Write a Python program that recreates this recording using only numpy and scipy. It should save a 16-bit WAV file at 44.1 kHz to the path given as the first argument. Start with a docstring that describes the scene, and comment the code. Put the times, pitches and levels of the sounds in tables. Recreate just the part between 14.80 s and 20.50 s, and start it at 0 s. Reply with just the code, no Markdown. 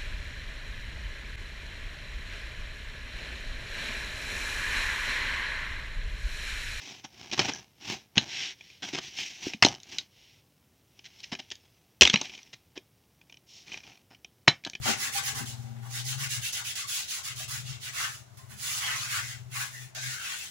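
"""A scouring pad goes quickly to and fro over a wet plastic chopping board, heard from close above a steel sink.
Then long wipes follow; the board also grates on the rim, knocks, and squeaks or rasps under wet skin.
Rubbing is made of tiny random slips, filtered to follow speed, pressure and the hollow under the hand.
Sink and small kitchen ring along with it; under it all throbs a low drone, like an engine outdoors,
made of one swelling tone and filtered noise."""
import sys
import numpy as np
from scipy import signal
from scipy.fft import rfft, irfft
from scipy.io import wavfile
from scipy.ndimage import uniform_filter1d

SR = 44100
rng = np.random.default_rng(int(sys.argv[2]) if len(sys.argv) > 2 else 0)


def bounce(signal):
    """Save signal as a 16-bit WAV file at the path given by the first command-line argument."""
    frames = np.transpose(np.atleast_2d(signal))
    limited = np.clip(frames, -1, 1)
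    pcm = np.round(limited * 32767).astype(np.int16)
    wavfile.write(sys.argv[1], SR, pcm)


N = 251370
TIME = np.arange(N) / SR
SCRUB_END_S = 3.115  # the last quick stroke ends here


def amp(db):
    """Turns decibels into gain."""
    return 10 ** (np.asarray(db) / 20)


def unit(x):
    """Scales a sound to rms 1."""
    return x / np.sqrt(np.mean(x ** 2) + 1e-20)


def read(points, hz):
    """Reads a curve of frequency points, spaced as the ear hears pitch (log frequency)."""
    f, value = np.transpose(points)
    return np.interp(np.log(hz + 1), np.log(f + 1), value)


def follow(rows, t):
    """Reads every column of a time curve at the times t."""
    s, *columns = np.transpose(rows)
    return [np.interp(t, s, column) for column in columns]


def colour(x, points, share=1):
    """Filters a sound by a share of a spectrum in dB."""
    hz = np.fft.rfftfreq(2 * N, 1 / SR)
    gain = amp(share * read(points, hz))
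    return irfft(rfft(x, 2 * N) * gain)[..., :N]


def wander(rate_hz):
    """Random drift of rms 1, with little movement faster than the given rate."""
    hz = np.fft.rfftfreq(N, 1 / SR)
    spectrum = rfft(rng.standard_normal(N)) / (1 + (hz / rate_hz) ** 4)
    return unit(irfft(spectrum, N))


def add(mix, s, sound):
    """Mixes a sound in at time s."""
    part = mix[:, max(round(s * SR), 0):][:, :sound.shape[-1]]
    part += sound[..., :part.shape[1]]


def swell(t, start, rise, hold, release_db_per_s):
    """Gain of one slide: a smooth rise, a hold, then a steady fall in dB."""
    attack = np.sin(np.pi / 2 * np.clip((t - start) / max(rise, .001), 0, 1)) ** 2
    return attack * amp(-release_db_per_s * np.maximum(t - start - rise - hold, 0))


# Quick strokes, to and fro in turn, each lasting until the next:
# (start [s], level [dB], fastest moment [share of the stroke], body at the start [dB], fizz [dB],
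#  hollow under the hand [Hz], its glide [octaves])
QUICK_STROKES = [(0.01, -29.5, 0.42, -3.5, -6, 1570, 1.1), (0.167, -33.5, 0.5, -3, -1, 2140, 0.7),
                 (0.313, -32.5, 0.58, -5.5, -0.5, 1840, -0.2), (0.42, -34, 0.43, -6.5, -1, 2020, 0.2),
                 (0.542, -39, 0.28, -0.5, 0, 1510, 0), (0.653, -42.5, 0.2, -13.5, -2, 1450, -2),
                 (0.76, -59.5, 0.13, -13, -7, 1500, -0.21), (0.979, -57.5, .9, 2, 2, 1600, -4.5),
                 (1.087, -38, 0.64, -6.5, -1.5, 2180, 2.2), (1.24, -35.5, 0.4, -8.5, -1, 2200, -2.5),
                 (1.369, -36, .54, -4, -1, 2040, 1.8), (1.488, -34.5, .3, -12, -3, 1830, 0.1),
                 (1.609, -35, 0.43, -8, 0, 2880, 0.8), (1.723, -34, 0.19, -5, -.5, 2540, -2.2),
                 (1.834, -36, 0.38, -10, -1.5, 2540, 0.4), (1.952, -34.5, 0.098, -10, -4.5, 2050, 0),
                 (2.069, -33.5, 0.36, -10.5, -1, 2750, 0.8), (2.272, -35.5, 0.36, -9, -2.5, 1892, -2),
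                 (2.429, -38, 0.29, -7.5, -3, 1940, 1.3), (2.55, -38.5, 0.47, -10, -2, 1965, 1.5),
                 (2.676, -38, 0.29, -6, 0.5, 2200, 2.2), (2.839, -44.5, 0.33, -6, -6.5, 2800, 0),
                 (2.998, -39.5, 0.63, -5.5, -2.5, 2750, -1.1)]
SETTLE_S, SETTLE_DB = 0.079, -11.5  # the pad first settles on the board
BITE, BRAKE, TURN_SPEED = 2.12, 1.38, 0.14  # curvature of run-up and slowing; speed left at the turn
BODY_GROWTH_DB = 9.5  # the board's body grows over a stroke
FIZZ_PER_SPEED = 0.12  # dB of fizz per dB of speed


def scrubbing():
    """The pad bites quickly and slows again in every stroke; it hisses at speed and growls as it is braked."""
    u = np.linspace(0, 1, num=41)[:-1]  # progress through one stroke
    rows = []
    ends = [row[0] for row in QUICK_STROKES[1:]] + [SCRUB_END_S]
    for stroke, end in zip(QUICK_STROKES, ends):
        start, db, crest, body_db, fizz_db, hollow_hz, glide_oct = stroke
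        crest = np.clip(crest, .1, .9)
        speed = np.sin(np.pi * np.interp(u, [0, crest, 1], [0, .5, 1]))
        curvature = np.where(u < crest, BITE * crest, BRAKE)
        speed_db = 20 * np.log10(TURN_SPEED + speed ** curvature)
        glide = glide_oct * -np.cos(np.pi * u) / 2
        rows += list(zip(start + u * (end - start),
                         db + speed_db,
                         body_db + BODY_GROWTH_DB * u,
                         fizz_db + FIZZ_PER_SPEED * speed_db,
                         hollow_hz * 2 ** glide))
    slips = fibres(per_s=9000, spread_db=2.13, judder_db=0.94, likeness=0.18)
    rasp = rub(slips, *np.transpose(rows), hollow_db=4, drift_db=4.2)
    landing = amp(np.interp(TIME, [0, SETTLE_S], [SETTLE_DB, 0]))
    return rasp * landing * amp([[-.8], [.7]])


# Long wipes: (start [s], rise [s], hold [s], level [dB], body at full speed [dB], fizz [dB],
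#  hollow under the hand at full speed [Hz], its strength [dB])
LONG_WIPES = [(3.092, 0.12, 0.033, -33.5, 2.5, -3.5, 1830, 3.5),
              (3.27, 0.034, 0.046, -46.5, -10.5, -1.5, 1480, 13),
              (3.569, 0.0046, 0.0071, -54, 4, 3.5, 1777, 3), (3.678, 0.041, 0.0028, -50.5, 2.5, 3, 1600, 3),
              (3.745, 0.13, 0.11, -34.5, -1.5, -0.5, 2140, 0.5),
              (3.977, 0.065, 0.092, -34.5, 8, -3, 2515, 6), (4.13, 0.045, 0.072, -36, 0.5, -5, 1550, 2),
              (4.256, 0.071, 0.056, -34, 0, -2, 2000, 7.5), (4.411, 0.029, 0.076, -41.5, -4.5, -4, 1820, 7),
              (4.689, 0.1, 0.04, -36.5, 4, 1, 2110, 4.5), (4.889, 0.05, 0.091, -49, -6, 1, 1880, 7.5),
              (5.144, 0.0094, 0.03, -38, -2.5, -8.5, 1700, 4.5),
              (5.171, 0.077, 0.093, -38, -5, -3.5, 1860, 8.5),
              (5.326, 0.14, 0.071, -38.5, 4.5, -2.5, 2870, 3.5), (5.537, 0.02, 0.095, -42, -5, -1, 2400, 5)]
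WIPE_RELEASE_DB_PER_S = 217  # the hand eases off
WIPE_GLIDE_OCT_PER_S = -0.66  # its hollow opens as it goes
WIPE_BODY_DB_PER_S = 15  # the hand leans in as the sweep goes on
RESTING_DB, FIDGET_DB = -70, 1.5  # the hand never lies quite still on the board


def wiping():
    """Pad and palm rub the wet plastic in long sweeps, heard right of the middle and drifting towards it."""
    t = np.arange(SCRUB_END_S, N / SR, .002)
    start, rise, hold, db, body_db, fizz_db, hollow_hz, hollow_db = np.transpose(LONG_WIPES)[:, :, None]
    swells = [swell(t, *row[:3], WIPE_RELEASE_DB_PER_S) for row in LONG_WIPES]
    power = (amp(db) * swells) ** 2 + 1e-20
    age = np.clip(t - start - rise, -rise, hold)  # time since the sweep reached full speed
    tones = (body_db + WIPE_BODY_DB_PER_S * age,
             fizz_db,
             hollow_hz * 2 ** (WIPE_GLIDE_OCT_PER_S * age),
             hollow_db)
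    # where sweeps overlap, the louder one sets the colour
    tone = [(column * power).sum(0) / power.sum(0) for column in tones]
    resting = amp(RESTING_DB + FIDGET_DB * np.interp(t, TIME, wander(10)))
    level_db = 10 * np.log10(power.sum(0) + resting ** 2)
    slips = fibres(per_s=12000, spread_db=2.5, judder_db=.5, likeness=0.2)
    sweep = rub(slips, t, level_db, *tone, drift_db=4.2)
    pan_db = np.interp(TIME, [3.9, 5.2], [-2.4, -.5])  # left against right
    return sweep * amp(np.array([pan_db, -pan_db]) / 2)


def fibres(per_s, spread_db, judder_db, likeness):
    """Countless tiny slips of uneven size, bunched by the pad's judder; the ports share some of them."""
    slips = (rng.random((3, N)) < per_s / SR) * rng.choice([-1., 1.], (3, N))
    size_db = spread_db * np.minimum(rng.exponential(1, (3, N)), 5)
    slips = unit(slips * amp(size_db))
    same = np.clip(likeness, 0, 1)
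    mixed = np.sqrt(same) * slips[2] + np.sqrt(1 - same) * slips[:2]
    return unit(mixed * amp(judder_db * wander(43)))


# Rasp of fibres on plastic: (frequency [Hz], level [dB per Hz])
FIBRE_RASP = [(200, -20), (450, -23), (720, -11), (1100, -5.5), (1500, -6), (4400, -2), (6600, -0.5),
              (8700, -8), (10600, -2), (13600, -17.5), (14800, -4.5)]
# lower edge of the rasp over a 2200 Hz hollow; how closely it follows the hollow
CUTOFF_HZ, CUTOFF_FOLLOW = 1092, 0.37
PRESS_DB_PER_OCT = 35  # pressing harder pulls that edge down


def rub(slips, t, level_db, body_db, fizz_db, hollow_hz, hollow_db, drift_db):
    """Pressure brings out the board's body, speed the fizz, the cupped hand a moving resonance."""
    hz, frames, z = signal.stft(slips, SR, nperseg=512, noverlap=384)
    controls = (body_db, fizz_db, hollow_hz, hollow_db)
    body, fizz, hollow, cupped = (np.interp(frames, t, c * np.ones_like(t)) for c in controls)
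    f = hz[:, None] + 1
    shape_db = read(FIBRE_RASP, f) + body / (1 + (f / 2200) ** 4) + fizz / (1 + (8300 / f) ** 8)
    peak = np.exp(-(np.log(f / hollow) / .36) ** 2)
    # the hollow radiates little below this edge
    cutoff = CUTOFF_HZ * (hollow / 2200) ** CUTOFF_FOLLOW * 2 ** (-body / PRESS_DB_PER_OCT)
    below_db = -10 / (1 + (f / cutoff) ** 14)
    # as the pad travels, reflections off hand and steel favour ever other narrow bands, mostly low ones
    drift = uniform_filter1d(rng.standard_normal(z.shape[1:]), size=2, axis=0)
    drift = unit(uniform_filter1d(drift, size=12, axis=1))
    drift_shape_db = drift_db * drift / np.sqrt(1 + (f / 4000) ** 2)
    shape = amp(shape_db + cupped * peak + below_db + drift_shape_db)
    # the level is set by the band from 2.5 to 8 kHz
    shape /= np.sqrt((shape[(hz > 2500) & (hz < 8000)] ** 2).sum(0) / len(hz))
    rubbed = signal.istft(z * shape, SR, nperseg=512, noverlap=384)[1][:, :N]
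    return rubbed * amp(np.interp(TIME, t, level_db, -120, -120))


# The board grates on the rim of the sink: (start [s], rise [s], hold [s], level [dB])
RIM_GRATES = [(0.044, 0.022, 0.021, -27.5), (0.126, 0.022, 0.33, -53), (0.463, 0.092, 0.056, -48),
              (0.622, 0.036, 0.6, -58)]
GRATE_RELEASE_DB_PER_S = 478
RIM_HZ, RIM_WIDTH_HZ, RIM_DB = 797, 20, -3  # the note of the rim; its level against the grating


def grating():
    """The board's edge stutters along the steel rim, which sings one narrow note."""
    slips = fibres(per_s=3000, spread_db=2, judder_db=2, likeness=.6)
    # (frequency [Hz], level [dB])
    tone = [(100, -62), (235, 9), (330, -8.5), (400, -1), (560, -8.5), (1500, -4.0), (12000, -15.5)]
    note = signal.lfilter(*signal.iirpeak(RIM_HZ, RIM_HZ / RIM_WIDTH_HZ, SR), slips)
    contact = sum(amp(db) * swell(TIME, start, rise, hold, GRATE_RELEASE_DB_PER_S)
                  for start, rise, hold, db in RIM_GRATES)
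    return unit(unit(colour(slips, tone)) + amp(RIM_DB) * unit(note)) * contact


# Wet skin drags on the board:
# (start [s], length [s], level [dB], resonance from [Hz], resonance to [Hz], its width [Hz])
SKIN_SCRAPES = [(0.347, 0.024, -41.5, 800, 810, 6.7), (2.0, .06, -49.5, 1400, 1084, 150),
                (3.192, 0.022, -37, 1720, 1620, 1450), (3.226, 0.036, -36, 1465, 1456, 420),
                (3.585, 0.026, -52, 1054, 1040, 4.7), (4.32, 0.096, -40, 1350, 1260, 500),
                (4.92, 0.086, -48, 1770, 1960, 290), (5.151, 0.0557, -46, 1590, 1675, 290),
                (5.3, 0.2, -46.5, 1546, 1456, 420)]


def scrapes():
    """Wet skin drags on the board and excites one gliding resonance: narrow, it squeaks; wide, it rasps."""
    out = np.zeros((2, N))
    for start, length, db, from_hz, to_hz, width_hz in SKIN_SCRAPES:
        u = np.arange(0, length, 1 / SR) / length
        grit = (wander(width_hz / 2) + 1j * wander(width_hz / 2))[:len(u)]
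        turn = np.exp(2j * np.pi * np.cumsum(from_hz + (to_hz - from_hz) * u) / SR)
        add(out, start, amp(db) * np.sqrt(np.sin(np.pi * u)) * unit((grit * turn).real))
    return out


# Knocks of the board:
# (time [s], level [dB], main ring [Hz], time to fall 60 dB [s], tick against the ring [dB])
BOARD_KNOCKS = [(0.077, -43, 238, 0.056, -8), (0.606, -37.5, 219, 0.082, -14), (2.6, -50.5, 644, 0.11, -8),
                (3.71, -54, 200, 0.24, -10), (5.168, -47, 640, 0.063, 4)]


def knocks():
    """Each knock of the board is a short scuff of noise and a cluster of close, fading tones."""
    out, t = np.zeros((2, N)), np.arange(SR // 2) / SR
    cluster = [(.92, 0.076), (1, 1), (1.06, 0.72), (1.17, 1)]  # (factor on the pitch, share)
    for s, db, hz, t60, tick_db in BOARD_KNOCKS:
        ring = sum(share * np.sin(2 * np.pi * (hz * factor * t + rng.random())) for factor, share in cluster)
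        ring *= amp(-60 * t / t60) * (1 - np.exp(-t / 0.0019))
        tick = rng.standard_normal((2, len(t))) * np.exp(-t / 0.027) * amp(tick_db) / 2
        add(out, s, amp(db) * (ring + tick))
    return out


# Short noise bursts: sharp clicks, and at 1.731 and 1.957 s the quick onset of a stroke:
# (time [s], peak level [dB])
NOISE_BURSTS = [(0.381, -25), (1.731, -24), (1.957, -33), (5.15, -26)]
BURST_DECAY_S = 0.00066


def bursts():
    """Short bursts of fast-fading noise: some are sharp clicks, others sharpen the quick onset of a stroke."""
    out, t = np.zeros((2, N)), np.arange(SR // 100) / SR
    for s, db in NOISE_BURSTS:
        burst = rng.standard_normal((2, len(t))) * np.exp(-t / BURST_DECAY_S)
        add(out, s, amp(db) * burst / abs(burst).max())
    return out


# Ringing of sink and dishes: (frequency [Hz], time to fall 60 dB [s], level [dB])
SINK_RINGS = [(406, 0.25, -7), (808, 0.16, 8.5), (1118, 0.26, 1), (1475, 0.07, -2), (2003, 0.11, 0.5),
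              (2780, 0.041, -7), (6350, 0.067, -4)]


def sink(x, ring_db):
    """The steel bowl and the dishes in it ring along with the sound above them, as fading tones."""
    t = np.arange(SR // 2) / SR
    rings = sum(amp(db - 60 * t / t60) / t60 * np.cos(2 * np.pi * hz * t) for hz, t60, db in SINK_RINGS)
    response = rings[None] * 2 * np.log(1000) / SR
    return amp(ring_db) * signal.fftconvolve(x, response, axes=1)[:, :N]


# Echo of the kitchen: (frequency [Hz], time to fall 60 dB [s])
KITCHEN_ECHO = [(200, 0.2), (1000, 0.21), (4000, 0.17), (8000, 0.2), (15000, 0.082)]
TRAVEL_PER_S = 2.3  # pace of the changing echoes, in half turns


def kitchen(x, left_db, right_db, count=3):
    """A short dense tail whose echoes keep changing as the hand travels; the left port faces the room more."""
    t = np.arange(SR // 2) / SR
    echoes = rng.standard_normal((count, 2, len(t))) * (t > .004)
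    hz, frames, z = signal.stft(echoes, SR, nperseg=256)
    fading = amp(-60 * frames / read(KITCHEN_ECHO, hz)[:, None])
    tails = signal.istft(z * fading, SR, nperseg=256)[1]
    tails /= np.linalg.norm(tails, axis=-1, keepdims=True)
    room = 0
    for k, tail in enumerate(tails):
        place = np.sqrt(2 / count) * np.cos(np.pi * (TRAVEL_PER_S * TIME + k / count))
        room = room + signal.fftconvolve(x * place, tail, axes=1)[:, :N]
    return amp([[left_db], [right_db]]) * room


# Loudness of the drone before its waver: (time [s], level [dB])
DRONE_LEVEL = [(0.02, -44), (0.2, -59), (0.45, -53.5), (0.65, -41), (1.15, -43.5), (1.36, -39), (1.54, -46),
               (1.6, -40.5), (1.68, -62), (1.91, -54), (1.99, -75), (2.08, -58), (2.16, -77), (2.39, -72),
               (2.53, -51), (2.89, -45), (3.13, -58.5), (3.72, -53.5), (3.78, -57.5), (4.82, -45),
               (4.86, -58), (5.05, -46), (5.1, -61), (5.28, -42), (5.45, -73)]
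# Engine speed: (time [s], drone pitch before its waver [Hz], throb depth [0-1])
ENGINE_SPEED = [(0, 121.8, 1), (0.65, 122.3, 0.68), (1.2, 121.5, 0.2), (1.4, 135, 0.45),
                (1.65, 117.8, 0.68), (2.85, 125.6, 0.73), (4.45, 120.3, 0.75), (5.25, 127.8, 0.05)]
DRONE_WAVER_DB = 2.6  # at full throb depth
# the thirteenth harmonic: level, then (start s, rise s, hold s, release dB per s)
OVERTONE_DB, OVERTONE_SWELL = -49.5, (0.5, 0.5, 0, 250)


def drone(order=7):
    """Each beat of the engine swells one low boom, its seventh harmonic; a higher one comes through briefly."""
    pitch_hz, depth = follow(ENGINE_SPEED, TIME)
    depth = np.clip(depth, 0, 1)
    angle = 2 * np.pi * np.cumsum(pitch_hz * (1 + 0.011 * wander(19.0))) / SR
    throb = 1 + depth * np.cos(angle / order)
    boom = throb * np.sin(angle) / np.sqrt(.5 + depth ** 2 / 4)
    # (frequency [Hz], level [dB])
    rumble_tone = [(40, -29), (85, -3.0), (135, -4.0), (175, -14.0), (500, -32)]
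    rumble = unit(colour(rng.standard_normal(N), rumble_tone))
    level_db = follow(DRONE_LEVEL, TIME)[0] + DRONE_WAVER_DB * depth ** 2 * wander(7)
    sound = (boom + .9 * depth ** 2 * rumble) * amp(level_db)
    overtone = amp(OVERTONE_DB) * swell(TIME, *OVERTONE_SWELL) * np.sin(angle * (2 - 1 / order))
    return (sound + overtone) * amp([[-.8], [-3.3]])


# Colour of the still air of the house: (frequency [Hz], relative level [dB per Hz])
HOUSE_AIR = [(20, -28), (90, 14.5), (340, -2.5), (405, 5), (470, -10.5), (620, 3.5), (2600, -10),
             (7000, -10.5), (16000, -67)]


def air():
    """Faint steady background of the house, made of filtered noise."""
    return amp(-60.5) * unit(colour(rng.standard_normal((2, N)), HOUSE_AIR))


PORT_LAG_S = 0.001439  # the direct sound, bowl and drone reach the left port later


def scene():
    """All handwork sounds straight and in the room; the rubbing also rings the sink, over drone and air."""
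    rubbed = scrubbing() + wiping()
    work = rubbed + grating() + scrapes() + knocks() + bursts()
    bowl = sink(rubbed, ring_db=1)
    room = kitchen(work, left_db=-2.0, right_db=-11.0)
    left, right = amp(-1.76) * work + bowl + drone()
    lagged = np.roll(left, round(PORT_LAG_S * SR))
    return np.array([lagged, right]) + room + air()


# Colour of the two microphone ports, applied by a share in each: (frequency [Hz], left against right [dB])
PORT_COLOUR = [(110, 8), (260, 5), (700, 5), (2000, 2), (3500, 1.5), (5000, -4.5), (6300, -1.5),
               (7800, 3.5), (8800, -6), (10400, -22), (14000, -15), (15200, -5.5)]
EDGE_HZ = 15850  # upper edge of the sound


def record(dry):
    """Each port has its own colour; then a low-pass filter limits the band."""
    heard = np.array([colour(dry[0], PORT_COLOUR, share=0.77), colour(dry[1], PORT_COLOUR, share=-0.15)])
    low_pass = signal.firwin(511, EDGE_HZ, window=("kaiser", 9), fs=SR)
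    return signal.oaconvolve(heard, low_pass[None], "same")


dry = scene()
out = record(dry)
bounce(out)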